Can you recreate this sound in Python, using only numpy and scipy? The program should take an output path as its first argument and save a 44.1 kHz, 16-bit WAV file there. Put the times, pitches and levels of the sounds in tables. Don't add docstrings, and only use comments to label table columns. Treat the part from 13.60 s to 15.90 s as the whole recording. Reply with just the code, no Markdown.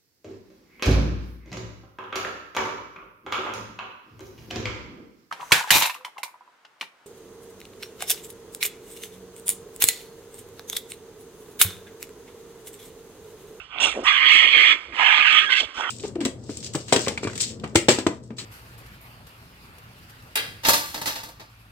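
import sys
import numpy as np
from scipy import signal
from scipy.fft import rfft, irfft
from scipy.io import wavfile
from scipy.ndimage import uniform_filter1d, minimum_filter1d

SR = 44100
rng = np.random.default_rng(int(sys.argv[2]) if len(sys.argv) > 2 else 0)


def master(y):
    cut = np.clip(np.atleast_2d(y).T, -1, 1)
    pcm = np.round(cut * 32767)
    wavfile.write(sys.argv[1], SR, pcm.astype(np.int16))


def undo_db(level):
    steps = np.asarray(level, float) / 20
    return 10 ** steps


N = 101430


def evened(x):
    return x / np.sqrt(np.mean(x ** 2) + 1e-20)


def read(points, hz):
    f, value = np.transpose(points)
    return np.interp(np.log(hz + 1), np.log(f + 1), value)


def track(rows):
    t = np.arange(N) / SR
    times, *columns = np.transpose(rows)
    curves = [np.interp(t, times, column) for column in columns]
    gate = np.clip(np.minimum(t - times[0], times[-1] + .004 - t) / .004, 0, 1)
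    return curves, gate


def drift(seconds):
    size = max(int(seconds * SR), 1)
    once = uniform_filter1d(rng.standard_normal(N), size)
    return evened(uniform_filter1d(once, size))


def resonate(x, hz, width):
    turn = np.exp(2j * np.pi * np.cumsum(hz * np.ones(len(x))) / SR)
    r = np.exp(-np.pi * abs(width) / SR)
    smooth = signal.lfilter([(1 - r) ** 2], [1, -2 * r, r * r], x / turn + 1e-18)
    return 2 * (turn * smooth).real


def coloured(x, points):
    return irfft(rfft(x) * undo_db(read(points, np.fft.rfftfreq(N, 1 / SR))), N)


# time in seconds, rumble in dB, breeze change in dB.
GUSTS = [(0.0, -53.5, -6.5), (0.12, -61.5, -8.5), (0.28, -47, 6), (0.31, -53.5, -2), (1.14, -57.5, 8),
         (1.17, -67, 2.5), (1.32, -53, -5), (1.36, -67, 9), (1.41, -53.5, 4), (1.54, -63.5, 1.5),
         (1.85, -55.5, 7), (1.99, -64, 2), (2.06, -51, 2.5), (2.14, -78, -2), (2.18, -51, 10.5),
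         (2.3, -81, -5)]
# frequency in Hz, level in dB.
RUMBLE = [(25, -14.5), (45, -4.5), (75, -2.5), (120, -9.5), (170, -10), (260, -41.5)]
# frequency in Hz, level in dB.
BREEZE = [(150, -33.5), (300, -14), (700, -18), (1300, -4), (1750, -12.5), (3200, -6.5), (5000, -14.5),
          (8500, -30)]


def background():
    breeze_db, drone_hz, drone_width_hz = -38.5, 60, 11
    rumble_db, change_db = track(GUSTS)[0]
    breeze = undo_db(breeze_db + change_db) * evened(coloured(rng.standard_normal(N), BREEZE))
    rumble = undo_db(rumble_db - 2.5) * evened(coloured(rng.standard_normal(N), RUMBLE))
    drone = evened(resonate(rng.standard_normal(N), drone_hz, drone_width_hz))
    return breeze + rumble + undo_db(rumble_db - 5) * drone


def folds(pitch_hz, jitter, rough, gate):
    pulse_spread_db = 3.5
    wander = jitter * drift(.002) + 0.047 * drift(0.034)
    turns = np.cumsum(pitch_hz * np.exp(wander)) / SR
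    pulses = np.diff(np.floor(turns), prepend=0) * undo_db(pulse_spread_db * drift(0.002))
    puffs = evened(np.exp(-(turns % 1) / gate) * rng.standard_normal(N))
    return (1 - rough) * evened(pulses - pulses.mean()) + rough * puffs, puffs


# frequency in Hz, level in dB.
HISS = [(3600, -27), (4600, -2), (5000, 3), (5400, 15.5), (6300, 7), (6800, 6.5), (7700, 1.5), (8300, 0)]


def screech(rows, throat, chest_hz, pitch_hz, jitter, rough, flutter_db):
    wander, shimmer_db, shimmer_s, chest_width_hz = .022, 2.2, .04, 330
    (effort_db, chest_db, mouth, hiss_db), on = track(rows)
    drive, puffs = folds(pitch_hz * mouth, jitter, rough, gate=0.48)
    voice = np.zeros(N)
    for k, (hz, width, db) in enumerate(throat):
        level = undo_db(db + shimmer_db * drift(shimmer_s))
        opening = mouth if k else 1
        ring = resonate(drive, hz * opening * (1 + wander * drift(0.087)), width)
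        voice += (-1) ** k * level * evened(ring)
    chest = undo_db(chest_db) * evened(resonate(drive, chest_hz, chest_width_hz))
    hiss = undo_db(hiss_db) * evened(coloured(puffs, [(2800, -61)] + HISS + [(16000, -6.5)]))
    return on * undo_db(effort_db + flutter_db * drift(0.0048)) * (evened(voice) + chest + hiss)


# time in seconds, effort in dB, chest band in dB,
# mouth opening as a factor on pitch and resonances, hiss in dB; chest and hiss are relative to the voice.
EARLIER = [
    (0, -43, -22, 0.9, -19),
    (.04, -50.5, -16, 1, -12),
    (.08, -69.5, -31.5, 1, -20),
]
LEAD_IN = [
    (.09, -54.5, -30, 1, -35),
    (.13, -41, -14.5, 0.97, -40.5),
    (.27, -34.5, -4.5, 0.99, -24),
    (.36, -45, -18, 0.8, -26),
]
FIRST = [
    (.435, -42, 7.5, 0.83, 4),
    (.475, -16.5, -10, 0.97, -18),
    (.56, -21, -16, 0.96, -21),
    (.63, -18, -18, 0.95, -26.5),
    (.74, -12.5, -24, 1.0, -16.5),
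    (.9, -21.5, -23.5, 1, -22.5),
    (1.0, -15, -27.5, 0.95, -21),
    (1.12, -16.5, -26, 0.99, -20),
    (1.18, -44, -5, 0.93, -18),
]
SECOND = [
    (1.32, -46, -29, 0.9, -34),
    (1.37, -33, -11, 0.9, -24.5),
    (1.4, -22, -8, 0.87, -19),
    (1.5, -18, -13.5, 0.96, -21),
    (1.62, -20.5, -19, 0.92, -21),
    (1.76, -15.5, -31.5, 0.94, -20),
    (1.85, -24.5, -30, 1, -19.5),
    (1.868, -34.5, -27, 1.0, -11.5),
    (1.89, -43.5, -13, 0.42, -6),
]
RESUMED = [
    (1.89, -34.5, 11, 0.92, -22),
    (1.905, -22, -7.5, 0.92, -22.5),
    (1.95, -21.5, -6, 0.93, -20),
    (2.005, -19.5, -14.5, 0.96, -13),
    (2.014, -31.5, -7.5, 1.0, -11.5),
    (2.055, -38, -24, 0.98, -15),
    (2.08, -55.5, -37, 0.82, -6),
]
THIRD = [
    (2.14, -48, -29, 0.88, -1),
    (2.195, -38.5, 2, 1.0, -3.5),
    (2.245, -33.5, -19, 1.0, -18),
    (2.3, -34.5, -13.5, 0.95, -13),
]
# frequency in Hz, width in Hz, level in dB.
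THROAT_LEAD = [(1150, 400, -2), (1500, 180, -3), (1950, 250, -14), (2400, 400, -2), (2850, 400, -1),
               (3250, 350, -4)]
THROAT_FIRST = [(1256, 130, -16), (1765, 280, -5.5), (2232, 346, 2), (2552, 180, -0.5), (2890, 240, -1.5),
                (3307, 363, 1.5), (4210, 1070, -7)]
THROAT_SECOND = [(1224, 100, -8), (1577, 220, -11), (1843, 120, -4), (2320, 760, -1.5), (2847, 510, 1.5),
                 (3344, 410, -1.5), (4040, 1330, -5)]
THROAT_RESUMED = [(1268, 200, -14.5), (1610, 184, -9.5), (2247, 300, -1.5), (2810, 240, -3.5),
                  (3230, 490, 0.5), (4070, 1800, -0.5)]
THROAT_THIRD = [(1150, 450, -3), (1510, 160, -2), (1950, 350, -6), (2550, 450, -10), (3200, 350, -4),
                (4100, 500, -20)]


def screeches():
    throat_earlier = [(1390, 150, -2.5), (2300, 230, -11), (3010, 300, 4)]
    full = dict(jitter=.1, rough=.55)
    return (screech(EARLIER, throat_earlier, chest_hz=915, pitch_hz=500, jitter=0.12, rough=0.9, flutter_db=2.5)
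            + screech(LEAD_IN, THROAT_LEAD, chest_hz=915, pitch_hz=500, jitter=.3, rough=0.92, flutter_db=1.5)
            + screech(FIRST, THROAT_FIRST, chest_hz=1186, pitch_hz=1088, flutter_db=0, **full)
            + screech(SECOND, THROAT_SECOND, chest_hz=889, pitch_hz=1095, flutter_db=-1, **full)
            + screech(RESUMED, THROAT_RESUMED, chest_hz=1591, pitch_hz=1121, flutter_db=1.5, **full)
            + screech(THIRD, THROAT_THIRD, chest_hz=923, pitch_hz=500, jitter=.3, rough=1, flutter_db=2.5))


# centre in seconds, length in seconds, level in dB, ring in Hz.
GRUNTS = [(0.172, 0.1, -51, 392), (0.242, 0.19, -33.5, 688), (0.381, 0.1, -29, 480),
          (0.429, 0.036, -34.5, 411), (0.655, 0.083, -41.5, 376), (0.736, 0.14, -44.5, 403),
          (0.848, 0.12, -38, 470), (0.974, 0.19, -38.5, 442), (1.095, 0.22, -43, 459),
          (1.32, 0.16, -49, 317), (1.43, 0.16, -46, 584), (1.597, 0.096, -43.5, 431), (1.753, .1, -48, 352),
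          (1.943, 0.045, -49.5, 301), (2.022, 0.082, -35, 637), (2.234, 0.2, -45.5, 500)]


def grunts():
    fall = .5
    t, out = np.arange(N) / SR, np.zeros(N)
    drive = folds(110, jitter=.2, rough=.75, gate=.5)[0]
    for centre, length, db, hz in GRUNTS:
        place = (t - centre) / length
        push = np.cos(np.pi * np.clip(place, -.5, .5)) ** 2
        falling_hz = hz * np.clip(1 - 2 * fall * place, .5, 2)
        chest = resonate(drive, falling_hz, 1.17 * hz) + 0.14 * resonate(drive, 338, 130)
        out += undo_db(db) * push * evened(chest)
    return out


# time in seconds, effort in dB, hiss in dB relative to the ring.
BARK = [
    (.18, -53.5, -22.5),
    (.186, -29.5, -37),
    (.199, -45.5, -19.5),
    (.2015, -27.5, -7),
    (.228, -24, -2.5),
    (.25, -23, -3),
    (.32, -31, -10),
    (.345, -44.5, -1),
    (.42, -59.5, 5.5),
]
# frequency in Hz, width in Hz, level in dB.
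BARK_RINGS = [(2450, 290, -26.5), (2743, 95, -3), (3410, 1200, 0.5), (3560, 180, -28.5), (4040, 49, -15.5)]


def bark():
    hiss_colour = [(3500, -34.5), (5000, -24.5), (5500, 10.5), (6300, 2), (6730, 8.5), (7400, -1.5),
                   (8300, 1.0), (16000, -30.5)]
    (effort_db, hiss_db), on = track(BARK)
    drive, puffs = folds(87, jitter=0.067, rough=0.68, gate=1.0)
    ring = evened(sum(undo_db(db) * evened(resonate(drive, hz, width)) for hz, width, db in BARK_RINGS))
    hiss = evened(coloured(puffs, hiss_colour))
    return on * undo_db(effort_db) * (ring + undo_db(hiss_db) * hiss)


# start in seconds, level in dB, length in seconds, ring in Hz.
SNAPS = [(.2005, -25, .01, 2800), (.231, -17, .009, 2780), (.2425, -13, .005, 2850),
         (.255, -21, .005, 2800), (1.999, -17, .011, 3100), (2.016, -26, .003, 3000),
         (2.043, -31, .004, 3250), (2.055, -34, .004, 3200), (2.178, -35, .012, 1520),
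         (2.198, -33, .008, 900), (2.218, -31, .005, 1500), (2.23, -33, .006, 1300),
         (2.24, -30, .006, 1480), (2.248, -33, .007, 1520)]


def snaps():
    t, out = np.arange(N) / SR, np.zeros(N)
    sway, grain = .06 * drift(.0004), 1 + .3 * drift(.001)
    turns = 2 * np.pi * np.cumsum(1 + sway) / SR
    for start, db, length, hz in SNAPS:
        attack = np.clip((t - start) / 0.00075, 0, 1)
        decay = np.exp(-(np.maximum(t - start, 0) / length) ** 2)
        out += undo_db(db) * attack * decay * np.sin(hz * turns)
    return np.sqrt(2) * grain * out


# time in seconds, pitch in Hz, level in dB.
SQUEAL = [
    (1.76, 1600, -40),
    (1.8, 1600, -31),
    (1.85, 1640, -32),
    (1.865, 1670, -29),
    (1.878, 1620, -28),
    (1.888, 1680, -29),
    (1.897, 1900, -33),
    (1.91, 1920, -50),
]


def squeal():
    (hz, level_db), on = track(SQUEAL)
    turns = 2 * np.pi * np.cumsum(hz * (1 + 0.013 * drift(0.011))) / SR
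    return on * undo_db(level_db) * (np.sin(turns) + 0.78 * np.sin(2 * turns))


def near_ground(x):
    near_db, near_s = -11, .018
    taps = np.zeros(round(near_s * SR))
    taps[rng.integers(80, len(taps), size=7)] = rng.choice([-1., 1.], size=7)
    return x + undo_db(near_db) * signal.fftconvolve(x, taps / np.linalg.norm(taps))[:N]


def gain_control(x):
    limit = .92
    peak = -minimum_filter1d(-abs(x), size=88)
    return x / np.maximum(uniform_filter1d(peak, size=88) / limit, 1)


# frequency in Hz, level in dB.
ECHO_COLOUR = [(500, -16), (900, -10), (1400, -1), (2050, -0.5), (2280, 5.5), (2600, -6.5), (3200, -4.5),
               (3700, -7)]


def tree_line(x):
    echo_db, t60_s = -21, .7
    t = np.arange(SR) / SR
    tail = rng.standard_normal(SR) * undo_db(-60 * t / t60_s) * (t > .015)
    return undo_db(echo_db) * signal.fftconvolve(coloured(x, ECHO_COLOUR), tail / np.linalg.norm(tail))[:N]


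# frequency in Hz, left minus right in dB.
LEFT_DB = [(600, -1), (1000, -9), (2500, -8), (2900, -12.5), (4300, -12), (4800, -2), (6900, -8.5),
           (8100, 6)]
# frequency in Hz, lag in radians.
LEFT_LAG = [(200, 0.32), (600, 0.61), (820, 1.31), (1350, 1.1), (1560, 0.1), (1850, 5.25), (2100, 4.03),
            (2700, 19.2),
            (3000, 4.58), (3500, 4.43), (4200, 48), (4450, 11), (5000, 8.7), (6250, 9.4), (6450, 11),
                 (6900, 4.3)]
# frequency in Hz, correlation from 0 to 1.
SAME = [(60, .97), (300, .995), (1000, .97), (2500, .995), (5000, .93), (9000, .88), (12000, .4)]


def stereo_spread(x):
    hz, _, z = signal.stft(x, SR, nperseg=1024, noverlap=768)
    same = np.clip(read(SAME, hz), 0, 1)[:, None]
    unrelated = z * np.exp(2j * np.pi * rng.random(z.shape)) * 2
    lag = read([(0.59, 0)] + LEFT_LAG + [(8800, 4 * np.pi)], hz)
    shade = undo_db(read(LEFT_DB + [(8800, 0.053)], hz)) * np.exp(-1j * lag)
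    mixed = same * z + np.sqrt(1 - same ** 2) * unrelated
    left = signal.istft(shade[:, None] * mixed, SR, nperseg=1024, noverlap=768)[1]
    return np.array([left[:N], x])


# frequency in Hz, level in dB.
VOICE_CUT = [(300, -17.5), (750, 0)]
GRUNT_CUT = [(130, -19.5), (240, 2)]


def scene():
    calls = undo_db(7.0) * (near_ground(screeches()) + bark() + snaps() + squeal())
    animals = coloured(gain_control(calls), VOICE_CUT) + coloured(grunts(), GRUNT_CUT)
    return stereo_spread(animals + tree_line(animals) + background())


def low_pass(x):
    return signal.sosfilt(signal.butter(12, 15700, fs=SR, output="sos"), x)


# frequency in Hz, level in dB.
MIC = [(1330, 0), (1410, -8), (1480, 0), (3450, 0), (3700, -8), (8600, -8), (8900, -24), (15000, -34)]


def record(dry):
    mix = np.array([coloured(channel, MIC) for channel in dry])
    return low_pass(mix)


dry = scene()
out = record(dry)
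master(out)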